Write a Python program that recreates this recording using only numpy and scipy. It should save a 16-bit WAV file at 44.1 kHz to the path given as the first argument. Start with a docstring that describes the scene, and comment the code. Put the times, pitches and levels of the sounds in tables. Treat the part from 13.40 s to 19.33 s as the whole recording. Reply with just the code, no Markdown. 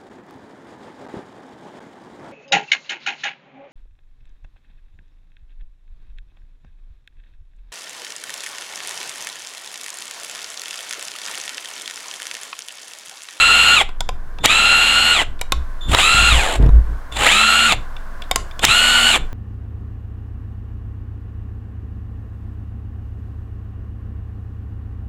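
"""Whining, rattling gears are heard first: a cordless impact driver, already running, coasts and is braked.
Four more pulls without load follow, close by in a small workshop: gear and motor tones over tooth noise.
The speed control sings as the motor starts; clicks of trigger, switch and drive ring the plastic shell.
Handling shakes the microphone mount, soft air and short reflections lie behind; a fast limiter ducks
after overloads."""
import sys
import numpy as np
from scipy import signal
from scipy.fft import irfft
from scipy.io import wavfile
from scipy.ndimage import uniform_filter1d

SR = 44100
rng = np.random.default_rng(int(sys.argv[2]) if len(sys.argv) > 2 else 0)


def to_wav(sig):
    """Store sig (one row per channel, or 1-D mono) as 16-bit WAV at the path in sys.argv[1].

    Samples outside -1..1 are clipped; the rate is SR.
    """
    pcm = np.clip(np.atleast_2d(sig), -1, 1) * 32767
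    pcm = np.round(pcm).astype(np.int16)
    wavfile.write(sys.argv[1], SR, pcm.T)  # frames by channels


N = 261513
TIME = np.arange(N) / SR  # s
RUNNING_HZ = 1400  # reference gear mesh rate


def from_db(db):
    """Decibels to gain."""
    return 10 ** (np.asarray(db) / 20)


def rms_one(x):
    """Scale to unit power."""
    return x / np.sqrt(np.mean(x ** 2) + 1e-20)


def gain_curve_db(rows):
    """Interpolate rows of (s, dB) to every sample."""
    s, db = np.transpose(rows)
    return np.interp(TIME, s, db)


def filtered(x, order, hz, kind="low"):
    """Butterworth filter."""
    return signal.sosfilt(signal.butter(order, hz, kind, fs=SR, output="sos"), x)


def coloured(x, spectrum):
    """Give a signal a smooth spectrum, rolled off below its first frequency; rms 1."""
    hz, db = np.transpose(spectrum)
    bins_hz = np.maximum(np.fft.rfftfreq(2 * N, 1 / SR), 1)
    gain = from_db(np.interp(np.log(bins_hz), np.log(hz), db))
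    gain = gain * np.minimum(bins_hz / hz[0], 1) ** 2
    pulse = np.roll(irfft(gain), 1024)[:2048] * np.hanning(2048)
    return rms_one(signal.fftconvolve(x, pulse, "same"))


def drift(hz):
    """Smooth random curve of spread 1 that changes about hz times a second."""
    step = 20  # samples between random draws
    r = np.exp(-2 * np.pi * hz * step / SR)
    draws = rng.standard_normal(N // step + 2002)
    slow = signal.lfilter([1], [1, -2 * r, r * r], draws)[2000:]  # settled part only
    return np.interp(np.arange(N) / step, np.arange(len(slow)), rms_one(slow))


def angle(hz):
    """Angle in radians turned at a given rate."""
    return 2 * np.pi * np.cumsum(hz) / SR


def ring(x, hz, t60_s):
    """Two-pole resonator: a unit click sets a decaying sine of initial height 1 ringing."""
    r, w = from_db(-60 / (t60_s * SR)), 2 * np.pi * hz / SR
    return signal.lfilter([0, np.sin(w)], [1, -2 * r * np.cos(w), r * r], x + 1e-18)


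def tones(turn, table, flutter_db, slip_rad, flutter_hz):
    """Multiples of a turning part, each drifting in level and phase."""
    total = 0
    for multiple, db in table:
        level = from_db(db + flutter_db * drift(flutter_hz))
        phase = slip_rad * drift(flutter_hz) + 2 * np.pi * rng.random()
        total = total + level * np.sin(round(multiple) * turn + phase)
    return np.sqrt(2) * total


def each_turn(turn, count):
    """Small flaws of a turning part give the same uneven force on every turn."""
    force = irfft(np.r_[0, np.exp(2j * np.pi * rng.random(count))], 4096)
    one_turn = np.linspace(0, 2 * np.pi, len(force), endpoint=False)
    return rms_one(np.interp(turn, one_turn, force, period=2 * np.pi))


# Trigger pulls. Each row: start in s, full power in s, release in s, brake in s, surge time constant in s,
# top gear mesh rate in Hz, last creep to the top in Hz, rattle in dB, mesh tone in dB,
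# take-up clunk in dB, hum in dB (rattle, tone and hum before speed and torque act).
PULLS = [(-.2, -.151, .356, .412, .034, 1449, 90, -15.5, -15.5, -40, -17.5),
         (1.029, 1.052, 1.734, 1.818, .024, 1456, 125, -16.8, -19, -18, -16),
         (2.47, 2.573, 2.897, 3.16, .03, 1444, 100, -16, -15.3, -32, -18),
         (3.715, 3.868, 4.276, 4.324, .034, 1501, 195, -16.2, -13.7, -21, -12),
         (5.212, 5.244, 5.704, 5.76, .031, 1509, 72, -16, -18, -20, -13.5)]
HANDOVER_HZ = 650  # mesh rate at the end of the soft start
CREEP_S, COAST_S = .3, .215  # time constants
BRAKE_S, FRICTION_HZ_PER_S = .035, 260
RATTLE_POWER, WHINE_POWER, HUM_POWER = 1.0, 4.5, 3  # exponents of speed
STRAIN_DB, COAST_TONE_DB = 15, -30
RUMBLE_DB, SLACK_DB, SLACK_HZ = -30.5, 5.5, 500  # slack gears rumble more, fully so SLACK_HZ below running
CLUNK_S, CLUNK_RUMBLE_DB, KICK_DB = 0.0057, -2, -24  # CLUNK_S: half-width at 1/e


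def motor():
    """Mesh rate in Hz and gains of rattle, rumble, mesh tone and hum, set by speed, torque and brake."""
    mesh_hz = rattle = rumble = whine = drone = 0
    for (start, full, release, brake, surge_s, top_hz, creep_hz,
         rattle_db, whine_db, clunk_db, hum_db) in PULLS:
        # soft start, surge, creep to the top
        ramp = np.clip((TIME - start) / (full - start), 0, 1)
        driven_s = np.clip(TIME, full, release) - full
        surge_hz = (top_hz - creep_hz - HANDOVER_HZ) * np.exp(-driven_s / surge_s)
        powered_hz = ramp * (top_hz - surge_hz - creep_hz * np.exp(-driven_s / CREEP_S))
        # coast, then brake
        coasted_s = (TIME - release).clip(0)
        unbraked = np.clip(1 - (TIME - brake) / BRAKE_S, 0, 1)
        hz = (powered_hz * np.exp(-coasted_s / COAST_S) - FRICTION_HZ_PER_S * coasted_s).clip(0) * unbraked
        hz = uniform_filter1d(hz, size=500).clip(0)  # inertia rounds the corners

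        speed = hz / RUNNING_HZ
        rolling = unbraked * np.minimum(hz / 420, 1) ** 2
        load_db = STRAIN_DB * (1 - powered_hz / top_hz) * ramp  # torque strains the teeth
        slack = np.clip((RUNNING_HZ - hz) / SLACK_HZ, 0, 1)
        # play taken up at full power; kick as the brake bites
        clunk = from_db(clunk_db) * np.exp(-((TIME - full) / CLUNK_S) ** 2)
        kick = from_db(KICK_DB) * np.exp(-((TIME - brake) / CLUNK_S) ** 2) * np.sqrt(speed)
        # coasting gears sing on their slack flanks
        coast_tone = from_db(COAST_TONE_DB) * slack * rolling * np.sqrt(speed) * (TIME > release)

        mesh_hz = mesh_hz + hz
        rattle = rattle + from_db(rattle_db + load_db) * unbraked * speed ** RATTLE_POWER
        rattle = rattle + clunk + .5 * kick
        rumble = rumble + from_db(RUMBLE_DB + SLACK_DB * slack + .5 * load_db) * rolling
        rumble = rumble + from_db(CLUNK_RUMBLE_DB) * clunk + kick
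        whine = whine + from_db(whine_db) * speed ** WHINE_POWER + coast_tone
        drone = drone + from_db(hum_db) * speed ** HUM_POWER
    return mesh_hz, rattle, rumble, whine, drone


# Gear tones at and beside the tooth rate. Each row: multiple of the gear's turning rate, level in dB.
MESH_TONES = [(16, -9.5), (17, -4.5)]
# Gear tones around its overtones. Each row: multiple of the gear's turning rate, relative level in dB.
MESH_OVERTONES = [(30, -14), (32, -10), (33, 0), (34, -2.5), (49, -8), (50, 2), (51, -9)]
# Radiation of the housing, also played by motor_tones and tooth_rattle. Each row: frequency in Hz,
# relative density in dB per Hz.
HOUSING = [(500, -49.5), (1100, -2), (1700, -1), (2300, 1), (2750, 3.5), (3300, 2), (4150, -3.5),
           (4800, -13), (5900, -19.5), (7300, -6), (8600, -13.5), (11200, -21), (12500, -27.5),
           (16000, -35)]
# How freely the gear case sings as the hand shifts on it. 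Each row: time in s, gain in dB before a 3.5 dB cut.
GRIP = [(0, 2), (1.9, 1.5), (2.5, -.5), (4.0, -1.5), (5.8, 0)]


def gear_tones(gear, rotor, chatter, turning, seated, rattle, rumble, whine):
    """Tooth engagement whines at the mesh rate and its overtones, unsteady as the teeth seat differently."""
    low_level = chatter * (whine + from_db(-9.5) * rumble * turning * (1 - seated))
    low_whine = low_level * tones(gear, MESH_TONES, flutter_db=3.5, slip_rad=0.61, flutter_hz=30)
    low_whine = low_whine * (1 + 0.13 * np.cos(rotor))
    wobble = 1 + .45 * np.cos(rotor)  # unbalance presses the teeth together once a turn
    tooth_force = tones(gear, MESH_OVERTONES, flutter_db=2.2, slip_rad=.42, flutter_hz=35)
    tooth_force = tooth_force * wobble * chatter
    grip = from_db(gain_curve_db(GRIP) - 3.5)
    return low_whine + grip * rattle * turning * coloured(tooth_force, HOUSING)


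# Motor tones, strongest near multiples of the commutator rate. Each row: multiple of the rotor rate,
# relative level in dB.
ROTOR_TONES = [(15, -8), (20, -7), (29, -5), (30, 0), (31, -6), (34, -5), (35, 0), (38, -7), (39, -6),
               (40, -3), (49, -2), (50, 2.5)]
# Motor hum carried by the air. Each row: multiple of the rotor rate, level in dB before the hum gain.
HUM = [(1, -24), (3, -31)]


def motor_tones(rotor, seated, rattle, drone):
    """Brush forces radiate through the housing; low rotor multiples hum through the air."""
    brush_force = tones(rotor, ROTOR_TONES, flutter_db=2.5, slip_rad=.15, flutter_hz=15)
    brushes = from_db(-11) * rattle * seated * coloured(brush_force, HOUSING)
    return brushes + drone * tones(rotor, HUM, flutter_db=2.5, slip_rad=.2, flutter_hz=6.2)


# Rumble of the housing. Each row: frequency in Hz, relative density in dB per Hz.
HOUSING_LOW = [(60, -58), (150, -12), (320, -8), (600, -3.5), (850, 2), (1150, -22.5), (1800, -28),
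               (4000, -80)]
# Bright hiss of the running gears. Each row: time in s, level in dB against the rattle gain.
HISS_LEVEL = [(0, -25), (1.9, -23), (2.5, -13.5), (4.2, -18), (5.8, -11)]
TICK_DB, TICK_ABOVE_HZ = -13, 5800  # loose teeth tick brightly at low speed


def tooth_rattle(mesh, gear, rotor, turning, seated, rattle, rumble):
    """Knocking teeth make noise that throbs with gear, rotor and mesh; flaws buzz once a turn."""
    throb_db = 1.5 * np.cos(gear) + (3.2 - 2 * seated) * np.cos(rotor) + 1.2 * np.cos(mesh)
    unsteady_db = (.8 + 1.5 * (1 - seated)) * drift(45)
    knocks = rng.standard_normal(N) * from_db(throb_db + unsteady_db)
    flaws = turning * (each_turn(rotor, count=68) + 0.83 * each_turn(gear, count=150))
    buzz = from_db(-9.5) * rattle * coloured(flaws, HOUSING)
    clatter = rattle * from_db(-1.4 - 2.0 * seated) * coloured(knocks, HOUSING)
    growl = rumble * from_db(-0.5) * coloured(knocks + 0.2 * flaws, HOUSING_LOW)
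    throbbing_noise = coloured(rng.standard_normal(N) * from_db(throb_db), HOUSING)
    bright = rms_one(filtered(throbbing_noise, 4, TICK_ABOVE_HZ, "high"))
    bright_gain = from_db(TICK_DB) * (1 - seated) + from_db(gain_curve_db(HISS_LEVEL))
    return buzz + clatter + growl + rattle * bright_gain * bright


TEETH, ROTOR_PER_MESH = 17, .1597  # teeth on the gear; rotor turns per tooth


def drive(mesh_hz, rattle, rumble, whine, drone):
    """Gear and motor tones over tooth rattle, all locked to one turning angle."""
    mesh = angle(mesh_hz * (1 + .0012 * drift(15)))
    gear, rotor = mesh / TEETH, mesh * ROTOR_PER_MESH
    turning = np.clip(mesh_hz / 450, 0, 1)
    seated = np.clip(mesh_hz / 1380, 0, 1) ** 2  # at low speed the teeth knock about in their play
    change_hz_per_s = uniform_filter1d(np.abs(np.gradient(mesh_hz)) * SR, size=1000)
    lash = np.clip(change_hz_per_s / 3500, 0, 1)
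    chatter = from_db(lash * (3 * drift(110) - 1))  # hard speed changes bounce teeth between their flanks
    return (gear_tones(gear, rotor, chatter, turning, seated, rattle, rumble, whine)
            + motor_tones(rotor, seated, rattle, drone)
            + tooth_rattle(mesh, gear, rotor, turning, seated, rattle, rumble))


# Singing of the windings. Each row: start in s, end in s, level at the start in dB.
SINGING = [(1.005, 1.05, -42), (2.408, 2.56, -35), (3.716, 3.87, -37), (5.2, 5.24, -39)]
SINGING_HZ, SINGING_FADE_DB_PER_S, SINGING_RISE_S = 3540, 5, .004


def speed_control(mesh_hz):
    """Chopped current makes the windings sing as the motor starts."""
    level = 0
    for start, end, db in SINGING:
        fade_db = SINGING_FADE_DB_PER_S * (TIME - start).clip(0)
        rise = np.clip((TIME - start) / SINGING_RISE_S, 0, 1)
        level = level + from_db(db - fade_db) * rise * (TIME < end)
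    roughness = .004 + mesh_hz / 22000  # the turning rotor roughens the note
    chop = angle(SINGING_HZ * (1 + roughness * drift(60)))
    harmonics = [(1, 0), (2, -18), (3, -29), (4, -32)]  # (multiple, dB)
    return level * tones(chop, harmonics, flutter_db=1.5, slip_rad=.4, flutter_hz=200)


# Clicks of trigger, switch and drive, and a handling scrape at 3.29 s. Each row: time in s, overall gain in dB,
# treble in dB, body ring in dB.
CLICKS = [(.490, -23, -8, 8.5), (.606, -8.5, 3, 5), (.690, -10, -1.5, 11), (.986, -19.5, -18, 2),
          (1.0579, 13, 5, -19), (1.992, -25, -9, 2), (2.013, -8, 6.5, 2.5), (2.121, -1, 2.5, 5.5),
          (2.548, 14.5, -25, 0), (3.225, -24, -3, 1), (3.262, -26.5, -1, 6), (3.2909, -26.5, -1, 19),
          (3.723, -18.5, -3, 0), (4.322, 0.5, -3, 4), (4.566, -20, -21, -6), (4.820, -15, -8, -11),
          (4.838, -26, -14, -17), (4.9122, -1, 3, 4.5), (4.9592, 2, 8.5, 3.5), (5.111, -25, -6, -14),
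          (5.193, -11.5, -1, 0), (5.25, 14.5, 2.5, -31)]
# Modes of the plastic shell. Each row: nominal frequency in Hz, peak in dB before tilt and click gain, t60 in s.
SHELL = [(286, -32.5, 0.0083), (484, -22, 0.016), (758, -19.5, 0.035), (1030, -20, 0.065),
         (1404, -19, 0.022), (2380, -12.5, 0.015), (3000, -8.5, 0.0034), (3590, -10.5, 0.021),
         (5060, -17.5, 0.013), (7160, -11, 0.0015), (9940, -20, 0.0012)]


def clicks():
    """Snaps with milliseconds of chatter ring the shell; mode frequencies vary a little from click to click."""
    out, age = np.zeros(N), TIME[:SR // 5]
    for s, db, treble_db, body_db in CLICKS:
        chatter = rng.standard_normal((len(SHELL) + 1, len(age)))
        chatter *= np.exp(-age / 0.0024) * np.minimum(age / 0.00022, 1)
        chatter /= np.linalg.norm(chatter, axis=1, keepdims=True)
        sound = from_db(treble_db) * filtered(chatter[0], 2, 10000)  # soft plastic dulls the snap
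        for contact, (hz, mode_db, t60_s) in zip(chatter[1:], SHELL):
            tilt_db = np.interp(np.log(hz), np.log([1200, 2300, 4000, 7000]), [body_db, 0, 0, treble_db])
            mode = ring(contact, hz * rng.uniform(.93, 1.07), t60_s)
            sound = sound + from_db(mode_db + tilt_db) * mode / np.abs(mode).max()
        at = round(s * SR)
        out[at:at + len(age)] += from_db(db) * sound[:N - at]
    return out


# Dull bumps against the microphone. Each row: time in s, blow in dB.
BUMPS = [(2.495, -15.5), (2.531, -20), (2.746, -16.5), (2.826, -17), (2.924, -18), (2.979, -23),
         (3.199, -8.5), (3.214, -20), (3.261, -7), (3.29, -10), (3.387, -26)]
# Modes of the microphone's holder. Each row: frequency in Hz, gain in dB, t60 in s.
HOLDER = [(106.5, 4.5, 0.039), (165, -12.5, 0.088), (246, -6.5, 0.022)]


def bumps():
    """Soft blows ring the microphone's holder."""
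    s, db = np.transpose(BUMPS)
    blows = np.zeros(N)
    blows[np.round(s * SR).astype(int)] = from_db(db)
    knock = sum(from_db(mode_db) * ring(blows, hz, t60_s) for hz, mode_db, t60_s in HOLDER)
    return filtered(knock, 2, 600)


# Slow sway of the microphone. Each row: time in s, level in dB before a 1.5 dB boost.
SWAY = [(0.0, -34), (0.4, -46), (0.45, -21), (0.68, -18.5), (1.7, -39.5), (1.86, -21), (2.49, -21),
        (2.89, -27), (2.96, -16), (3.17, -24.5), (3.32, -11.5), (3.73, -32.5), (3.95, -25.5), (4.14, -54),
        (4.36, -22.5), (5.78, -31.5), (5.83, -17), (5.93, -24)]
# Jolts of the mount. Each row: time in s, bounce in dB before a 3.5 dB boost, dull rubbing in dB.
JOLTS = [(.73, -40, -47), (1.052, -41, -33), (1.9, -37, -42), (2.18, -21, -39), (2.53, -18, -23.5),
         (2.82, -19, -32), (2.95, -13.5, -30), (3.239, -8, -17.5), (3.361, -5, -28), (3.51, -21, -37),
         (3.79, -29.5, -36.5), (4.36, -37, -34), (4.99, -32, -38), (5.27, -30, -30), (5.82, -30.5, -33.5)]
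# Colour of the rubbing. Each row: frequency in Hz, relative density in dB per Hz.
RUBBING = [(50, -30), (80, 2.5), (115, 0.5), (200, -10.5), (400, -14.5), (800, -25.5), (2000, -35.5),
           (6000, -60.5)]
MOUNT_HZ, SWAY_HZ = 55.5, 18  # centres of drifting rates
JOLT_S = 0.051  # half-width at 1/e
# tremble at rest, and what the running tool adds; bounce before the same 3.5 dB boost
BOUNCE_REST_DB, BOUNCE_RUN_DB, RUB_REST_DB, RUB_RUN_DB = -41, -43, -47, -47.5


def handling(running):
    """The microphone sways slowly; jolts and the running tool bounce its mount and bring dull rubbing."""
    bounce = from_db(BOUNCE_REST_DB) + from_db(BOUNCE_RUN_DB) * running
    rub = from_db(RUB_REST_DB) + from_db(RUB_RUN_DB) * running
    for s, bounce_db, rub_db in JOLTS:
        swell = np.exp(-((TIME - s) / JOLT_S) ** 2)
        bounce = bounce + from_db(bounce_db) * swell
        rub = rub + from_db(rub_db) * swell
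    swaying = from_db(gain_curve_db(SWAY) + 1.5) * np.sin(angle(SWAY_HZ * (1 + 0.332 * drift(20))))
    bouncing = bounce * from_db(3.5) * np.sin(angle(MOUNT_HZ * (1 + 0.0703 * drift(7.4))))
    rubbing = rub * coloured(rng.standard_normal(N), RUBBING)
    return swaying + bouncing + rubbing + bumps()


ROOM_T60_S, ROOM_DB = 0.25, -15


def workshop(x):
    """Dense reflections from shelves and walls, dull and short: decaying noise as impulse response."""
    age = TIME[:SR // 2]
    tail = rng.standard_normal(len(age)) * from_db(-60 * age / ROOM_T60_S) * (age > .005)
    tail = filtered(tail / np.linalg.norm(tail), 2, 7500)
    return from_db(ROOM_DB) * signal.fftconvolve(x, tail)[:N]


# Colour of the workshop air. Each row: frequency in Hz, relative density in dB per Hz.
AIR = [(120, -28), (200, -5), (423, -14.5), (456, -10), (557, -8), (669, -4.5), (865, -9.5), (1060, -0.5),
       (1270, -9), (1500, -3), (2410, -22.5), (14700, -35.5), (15900, -39.5)]
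# Its level. Each row: time in s, rms in dB.
AIR_LEVEL = [(0, -57), (.9, -46), (1.95, -48), (2.3, -43), (5.15, -41.5), (5.93, -46)]


def air():
    """Soft rush of the workshop: coloured noise of slowly changing level."""
    return from_db(gain_curve_db(AIR_LEVEL)) * coloured(rng.standard_normal(N), AIR)


def scene():
    """The tool in its room, with air and handling."""
    mesh_hz, *gains = motor()
    tool = drive(mesh_hz, *gains) + speed_control(mesh_hz) + clicks()
    return (tool + workshop(tool) + air() + handling(mesh_hz / RUNNING_HZ))[None]


CUTOFF_HZ = 16000


def record(dry, threshold_db=0.0, release_db_per_s=260, attack_s=0.0013):
    """A fast limiter ducks after overloads, what slips past it clips, and the top is cut."""
    over_db = np.maximum(20 * np.log10(np.abs(dry) + 1e-9) - threshold_db, 0)
    released_db = release_db_per_s * TIME
    held_db = np.maximum.accumulate(over_db + released_db, axis=-1) - released_db
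    r = np.exp(-1 / (attack_s * SR))
    duck_db = signal.lfilter([1 - r], [1, -r], held_db)
    limited = np.clip(dry * from_db(-duck_db), -1, 1)
    return signal.sosfilt(signal.ellip(10, .1, 70, CUTOFF_HZ, fs=SR, output="sos"), limited)


dry = scene()
out = record(dry)
to_wav(out)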